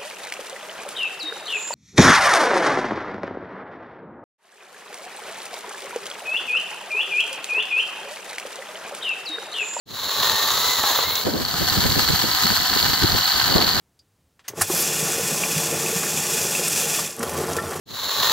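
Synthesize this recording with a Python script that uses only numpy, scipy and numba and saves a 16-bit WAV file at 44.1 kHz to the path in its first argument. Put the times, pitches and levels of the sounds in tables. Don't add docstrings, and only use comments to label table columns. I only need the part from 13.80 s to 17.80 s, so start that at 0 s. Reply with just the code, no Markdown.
import sys
import numpy as np
from scipy import signal
from scipy.fft import rfft, irfft
from scipy.io import wavfile
from scipy.ndimage import uniform_filter1d
from numba import njit

SR = 44100
rng = np.random.default_rng(int(sys.argv[2]) if len(sys.argv) > 2 else 0)


def waveform_to_disk(signal):
    frames = np.transpose(np.atleast_2d(signal))
    scaled = np.clip(frames, -1, 1) * 32767
    samples = np.round(scaled).astype(np.int16)
    wavfile.write(sys.argv[1], SR, samples)


N = 176400

# centre in Hz, width in Hz, boost in dB.
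PIT_MODES = [(95, 35, 8.5), (121.3, 22.2, -16), (153, 39, 7.5), (292, 40, -4.5), (363, 30, 5.5),
             (460.3, 41, 9.5), (493, 21, -10), (554, 20, 4), (866, 95, 4.5), (956, 42, -21.5),
             (1014, 26, 8), (1150, 31, 10), (1355, 23, 5.5), (1455, 32, 9), (1807, 43, 12)]
# frequency in Hz, gain in dB.
SPLASH_SPECTRUM = [(800, -9.5), (2500, 0.5), (3800, -3.5), (5000, 1), (5900, -0.5), (7300, 2.5), (8800, -1),
                   (11300, 0.5), (13500, -6), (16000, -10)]
BUBBLE_CYCLES, BUBBLE_RISE = 8, 0.076


def undb(db):
    return 10 ** (np.asarray(db) / 20)


def unit(x):
    return x / np.sqrt(np.mean(x ** 2))


def noise():
    return rng.standard_normal(N)


def curve(rows):
    return undb(np.interp(np.arange(N) / SR, *np.array(rows).T, left=-120))


def flutter(rate_hz, depth_db):
    width = int(SR / rate_hz)
    return undb(depth_db * unit(uniform_filter1d(uniform_filter1d(noise(), width), width)))


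def burst(start_s, db, attack_s, t60_s):
    age_s = np.arange(N) / SR - start_s
    decay = np.exp(-np.log(1000) * np.maximum(age_s - attack_s, 0) / t60_s)
    return undb(db) * np.clip(age_s / attack_s, 0, 1) * decay


def highpass(x, hz):
    return signal.sosfilt(signal.butter(2, hz, "high", fs=SR, output="sos"), x)


def colour(x, spectrum, modes=()):
    size = 16384
    bin_hz = np.arange(size // 2 + 1) * SR / size
    hz, db = np.array(spectrum).T
    shape_db = np.interp(np.log(bin_hz + 1), np.log(hz), db)
    for centre_hz, width_hz, boost_db in modes:
        shape_db += boost_db / (1 + (2 * (bin_hz - centre_hz) / width_hz) ** 2)
    cepstrum = irfft(np.log(undb(shape_db)))
    cepstrum[1:size // 2] *= 2
    cepstrum[size // 2 + 1:] = 0
    impulse = irfft(np.exp(rfft(cepstrum)))[:size // 2]
    return unit(signal.fftconvolve(x, impulse)[:N])


@njit
def ring(rows, rise):
    out = np.zeros(N)
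    for start_s, hz, gain, t60_s in rows:
        first, phase = int(start_s * SR), 0.
        for i in range(min(int(t60_s * SR), N - first)):
            age = i / (t60_s * SR)
            phase += 2 * np.pi * hz * (1 + rise * age) / SR
            out[first + i] += gain * np.exp(-6.9 * age) * (1 - np.exp(-phase / 2)) * np.sin(phase)
    return out


def bubbles(per_s, low_hz, high_hz, spread_db):
    when, pitch, weakness, life = rng.random((int(per_s * N / SR), 4)).T
    hz = low_hz * (high_hz / low_hz) ** pitch
    gain = hz * undb(-spread_db * np.sqrt(weakness))
    t60_s = BUBBLE_CYCLES * (.5 + life) / hz
    return unit(ring(np.column_stack([when * N / SR, hz, gain, t60_s]), BUBBLE_RISE))


def drops(per_s, spread_db):
    impacts = (rng.random(N) < per_s / SR) * np.sign(noise())
    return impacts * undb(spread_db * np.clip(noise(), -1.5, 1.5))


def jet():
    # frequency in Hz, gain in dB.
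    pop_spectrum = [(40, -17), (100, -3), (300, -11), (700, 6), (1700, 0), (2600, -6.5), (6000, -35),
                    (16000, -23)]
    spit_spectrum = [(1000, -25), (2800, -25), (4000, -1.5), (6000, 2.5), (9500, 9), (12500, 2),
                     (16000, -6)]
    mist_spectrum = [(2500, -31), (4500, 0), (7500, -8), (11800, 4.5), (16000, -9)]
    spray_spectrum = [(500, -14.5), (1800, -8.5), (2500, -8), (4000, -7), (5700, 1.5), (7800, 0.5),
                      (8900, -3), (12000, -3.5), (13500, -8.5), (16000, -12.5)]
    # centre in Hz, width in Hz, boost in dB.
    pop_modes = [(882, 73, 9), (1660, 80, 6)]
    spray_modes = [(1770, 160, 4), (1940, 200, -4), (2485, 215, 11), (2760, 200, 7), (3426, 220, 8.5),
                   (7270, 340, 3.5)]
    # time in seconds, level in dB.
    spray_levels = [(.68, -75), (.735, -63), (.775, -37), (.83, -27), (.86, -33), (.93, -26), (1.02, -22.5),
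                    (1.07, -24), (2.0, -25), (2.9, -23.5), (3.19, -24), (3.28, -32), (3.36, -42),
                    (3.5, -84)]
    pop = colour(noise(), pop_spectrum, PIT_MODES + pop_modes)
    pop *= burst(start_s=.8075, db=-15.5, attack_s=.0073, t60_s=.082)
    spit = colour(noise(), spit_spectrum) * burst(start_s=.807, db=-13, attack_s=.013, t60_s=.047)
    mist = colour(noise(), mist_spectrum) * burst(start_s=.855, db=-22.5, attack_s=.17, t60_s=.063)
    spray = colour(drops(per_s=9000, spread_db=2.8), spray_spectrum, spray_modes)
    last_drops = colour(bubbles(per_s=1200, low_hz=1010, high_hz=12100, spread_db=25), SPLASH_SPECTRUM)
    last_drops *= burst(start_s=3.195, db=-32, attack_s=.051, t60_s=.52)
    spray *= curve(spray_levels) * flutter(rate_hz=78, depth_db=1.1)
    return pop + spit + mist + spray + last_drops


def churn():
    # time in seconds, level in dB.
    levels = [(.68, -59), (.705, -50), (.75, -45.5), (.79, -29), (.83, -40), (.865, -43.5), (.93, -30),
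              (1.2, -30.5), (1.9, -30), (2.6, -31), (3.2, -32), (3.26, -35.5), (3.34, -44), (3.5, -40.5)]
    # frequency in Hz, gain in dB.
    spectrum = [(30, -59), (65, -23.5), (105, 1.5), (150, 7), (280, 5), (500, 5.5), (820, 2), (1250, -3.5),
                (2000, -4.5), (3500, -16.5)]
    cloud = colour(bubbles(per_s=2500, low_hz=69.9, high_hz=2724, spread_db=8.5), spectrum, PIT_MODES)
    splash = colour(drops(per_s=2500, spread_db=2.5), spectrum, PIT_MODES)
    return unit(cloud + undb(-4.5) * splash) * curve(levels) * flutter(rate_hz=23, depth_db=.7)


def backflow():
    # time in seconds, level in dB.
    levels = [(3.33, -73), (3.38, -39), (3.42, -30.5), (3.47, -29.5), (3.53, -28), (3.7, -28), (3.86, -31),
              (3.92, -29), (4, -33.5)]
    # frequency in Hz, gain in dB.
    spectrum = [(30, -44), (80, 0), (200, 2), (400, 4.5), (900, 0), (1350, -4.5), (1800, -10.5),
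                (2400, -13.5), (4000, -19), (9000, -24)]
    # centre in Hz, width in Hz, boost in dB.
    patter_modes = [(2720, 140, 3.5), (3230, 130, 7.1), (5800, 300, 6)]
    gurgle = colour(bubbles(per_s=1500, low_hz=71.3, high_hz=2460, spread_db=15), spectrum, PIT_MODES)
    slaps = colour(drops(per_s=600, spread_db=6.5), spectrum, PIT_MODES)
    patter = colour(drops(per_s=1700, spread_db=1), SPLASH_SPECTRUM, patter_modes)
    water = unit(gurgle + undb(.5) * slaps) + undb(-7) * patter + undb(-14.5) * drips()
    return water * curve(levels) * flutter(rate_hz=69, depth_db=1.2)


def glugs_and_splashes():
    # start in seconds, pitch in Hz, level in dB, t60 in seconds.
    glugs = [(0.7353, 407, -20.5, 0.02), (0.821, 99, -28.5, .16), (.899, 360, -12.5, 0.062),
             (0.934, 186, -22, 0.069), (1.224, 161, -18.5, 0.12), (1.395, 465, -20, 0.12),
             (1.429, 170, -20.5, .08), (1.521, 185, -22, 0.065), (1.6337, 2690, -17, 0.026),
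             (1.637, 2400, -14.5, 0.029), (1.761, 159, -17, 0.11), (2.062, 2550, -18, .04),
             (2.128, 450, -19.5, 0.14), (2.159, 181, -17, 0.065), (2.751, 2590, -15, .028),
             (2.794, 510, -16.5, 0.033), (3.395, 230, -21, 0.13), (3.437, 460, -9.5, 0.014),
             (3.493, 527, -18.5, 0.014), (3.767, 455, -11, 0.021), (3.785, 1340, -21.5, 0.11),
             (3.786, 1783, -18, 0.072), (3.836, 624, -16.5, 0.023), (3.954, 460, -22, 0.088)]
    # start in seconds, level in dB.
    splashes = [(1.778, -18.5), (3.429, -22), (3.493, -26), (3.765, -23.5)]
    # start in seconds, centre in Hz, level in dB, t60 in seconds.
    splats = [(.7335, 760, -38, .035), (.898, 850, -22, 0.061), (.932, 620, -27, .1),
              (.954, 1310, -31.5, 0.14), (1.92, 440, -29.5, 0.32), (2.233, 1500, -27.5, 0.043),
              (2.881, 9400, -17, 0.033), (3.188, 1120, -24.5, 0.062), (3.392, 8300, -25.5, 0.02),
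              (3.405, 1080, -23, 0.022), (3.428, 1190, -22.5, 0.055), (3.713, 800, -26, 0.018),
              (3.732, 6200, -24.5, .025), (3.918, 1320, -27.5, 0.087)]
    water = colour(noise(), SPLASH_SPECTRUM)
    water *= sum(burst(start_s, db, attack_s=.0018, t60_s=.039) for start_s, db in splashes)
    for start_s, hz, db, t60_s in glugs:
        glug = ring(np.array([(start_s, hz, undb(db), t60_s)]), BUBBLE_RISE)
        water += highpass(glug, .61 * hz)
    return water + sum(splat(*row) for row in splats)


def splat(start_s, hz, db, t60_s):
    edges_hz = hz * np.exp([-.25, .25])
    band = signal.sosfilt(signal.butter(2, edges_hz, "band", fs=SR, output="sos"), noise())
    return unit(band) * burst(start_s, db, attack_s=.0016, t60_s=t60_s)


def drips(per_s=350, t60_s=.03):
    when, pitch, weakness = rng.random((int(per_s * N / SR), 3)).T
    hz = 3200 + 8800 * pitch
    rows = np.column_stack([when * N / SR, hz, undb(-14 * weakness), np.full(len(when), t60_s)])
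    return unit(ring(rows, rise=.02))


def float_switch(tick_s=.191, tick_hz=4800, snap_s=.6795):
    # start in seconds, level in dB, attack in seconds, t60 in seconds.
    rod_contacts = [(.592, -50.5, 0.0022, 0.095), (.637, -53.5, 0.014, 0.76)]
    # frequency in Hz, gain in dB.
    rod_spectrum = [(180, -35), (330, -11), (1850, -1), (2800, -4), (9800, -19), (15000, -36)]
    switch_spectrum = [(59, -43), (100, -24), (1000, -13.5), (1160, -5), (1430, -11), (2000, -9),
                       (3180, -16), (6350, -6), (7510, -13.5), (15000, -13)]
    # centre in Hz, width in Hz, boost in dB.
    switch_modes = [(2020, 70, 6.3), (2850, 83, 7.8), (6430, 490, 8.9)]
    tick = colour(noise(), [(1000, -70), (tick_hz, -25), (8000, -45)], [(tick_hz, 500, 22)])
    tick *= burst(tick_s, db=-48.5, attack_s=.002, t60_s=.058)
    crack = colour(noise(), [(1500, -26), (5000, 7), (14000, -17)])
    crack *= burst(tick_s, db=-52.5, attack_s=.00087, t60_s=.04)
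    rod = colour(noise(), rod_spectrum) * sum(burst(*row) for row in rod_contacts)
    snap = burst(snap_s, db=-22, attack_s=.004, t60_s=.052)
    tail = burst(snap_s, db=-48, attack_s=.0044, t60_s=.15)
    return tick + crack + rod + colour(noise(), switch_spectrum, switch_modes) * (snap + tail)


def motor_start(start_s=.697, hum_hz=118):
    hum = np.sin(2 * np.pi * hum_hz * np.arange(N) / SR)
    hum *= burst(start_s, db=-43.5, attack_s=.011, t60_s=.2)
    jolt = colour(noise(), [(60, -20), (400, -5), (2000, -28)], PIT_MODES)
    jolt *= burst(start_s, db=-39.5, attack_s=.0032, t60_s=.09)
    return hum + jolt


def walls(x, wet_db=-14):
    echoes = highpass(noise() * burst(start_s=.00097, db=0, attack_s=.0034, t60_s=.074), hz=2040)
    return x + undb(wet_db) * signal.fftconvolve(x, echoes / np.linalg.norm(echoes))[:N]


def cellar(level_db=-66):
    # frequency in Hz, gain in dB.
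    spectrum = [(25, -18), (75, -1), (220, -10.5), (537, -17), (2230, -26.5), (7700, -28.5), (15500, -33)]
    return undb(level_db) * colour(noise(), spectrum)


def scene():
    pit = float_switch() + motor_start() + jet() + churn() + backflow() + glugs_and_splashes()
    mono = walls(pit) + cellar()
    return np.array([mono, mono])


def record(dry):
    low_hz, top_hz = 50, 15800
    return signal.sosfilt(signal.ellip(10, .2, 70, top_hz, fs=SR, output="sos"), highpass(dry, low_hz))


dry = scene()
out = record(dry)
waveform_to_disk(out)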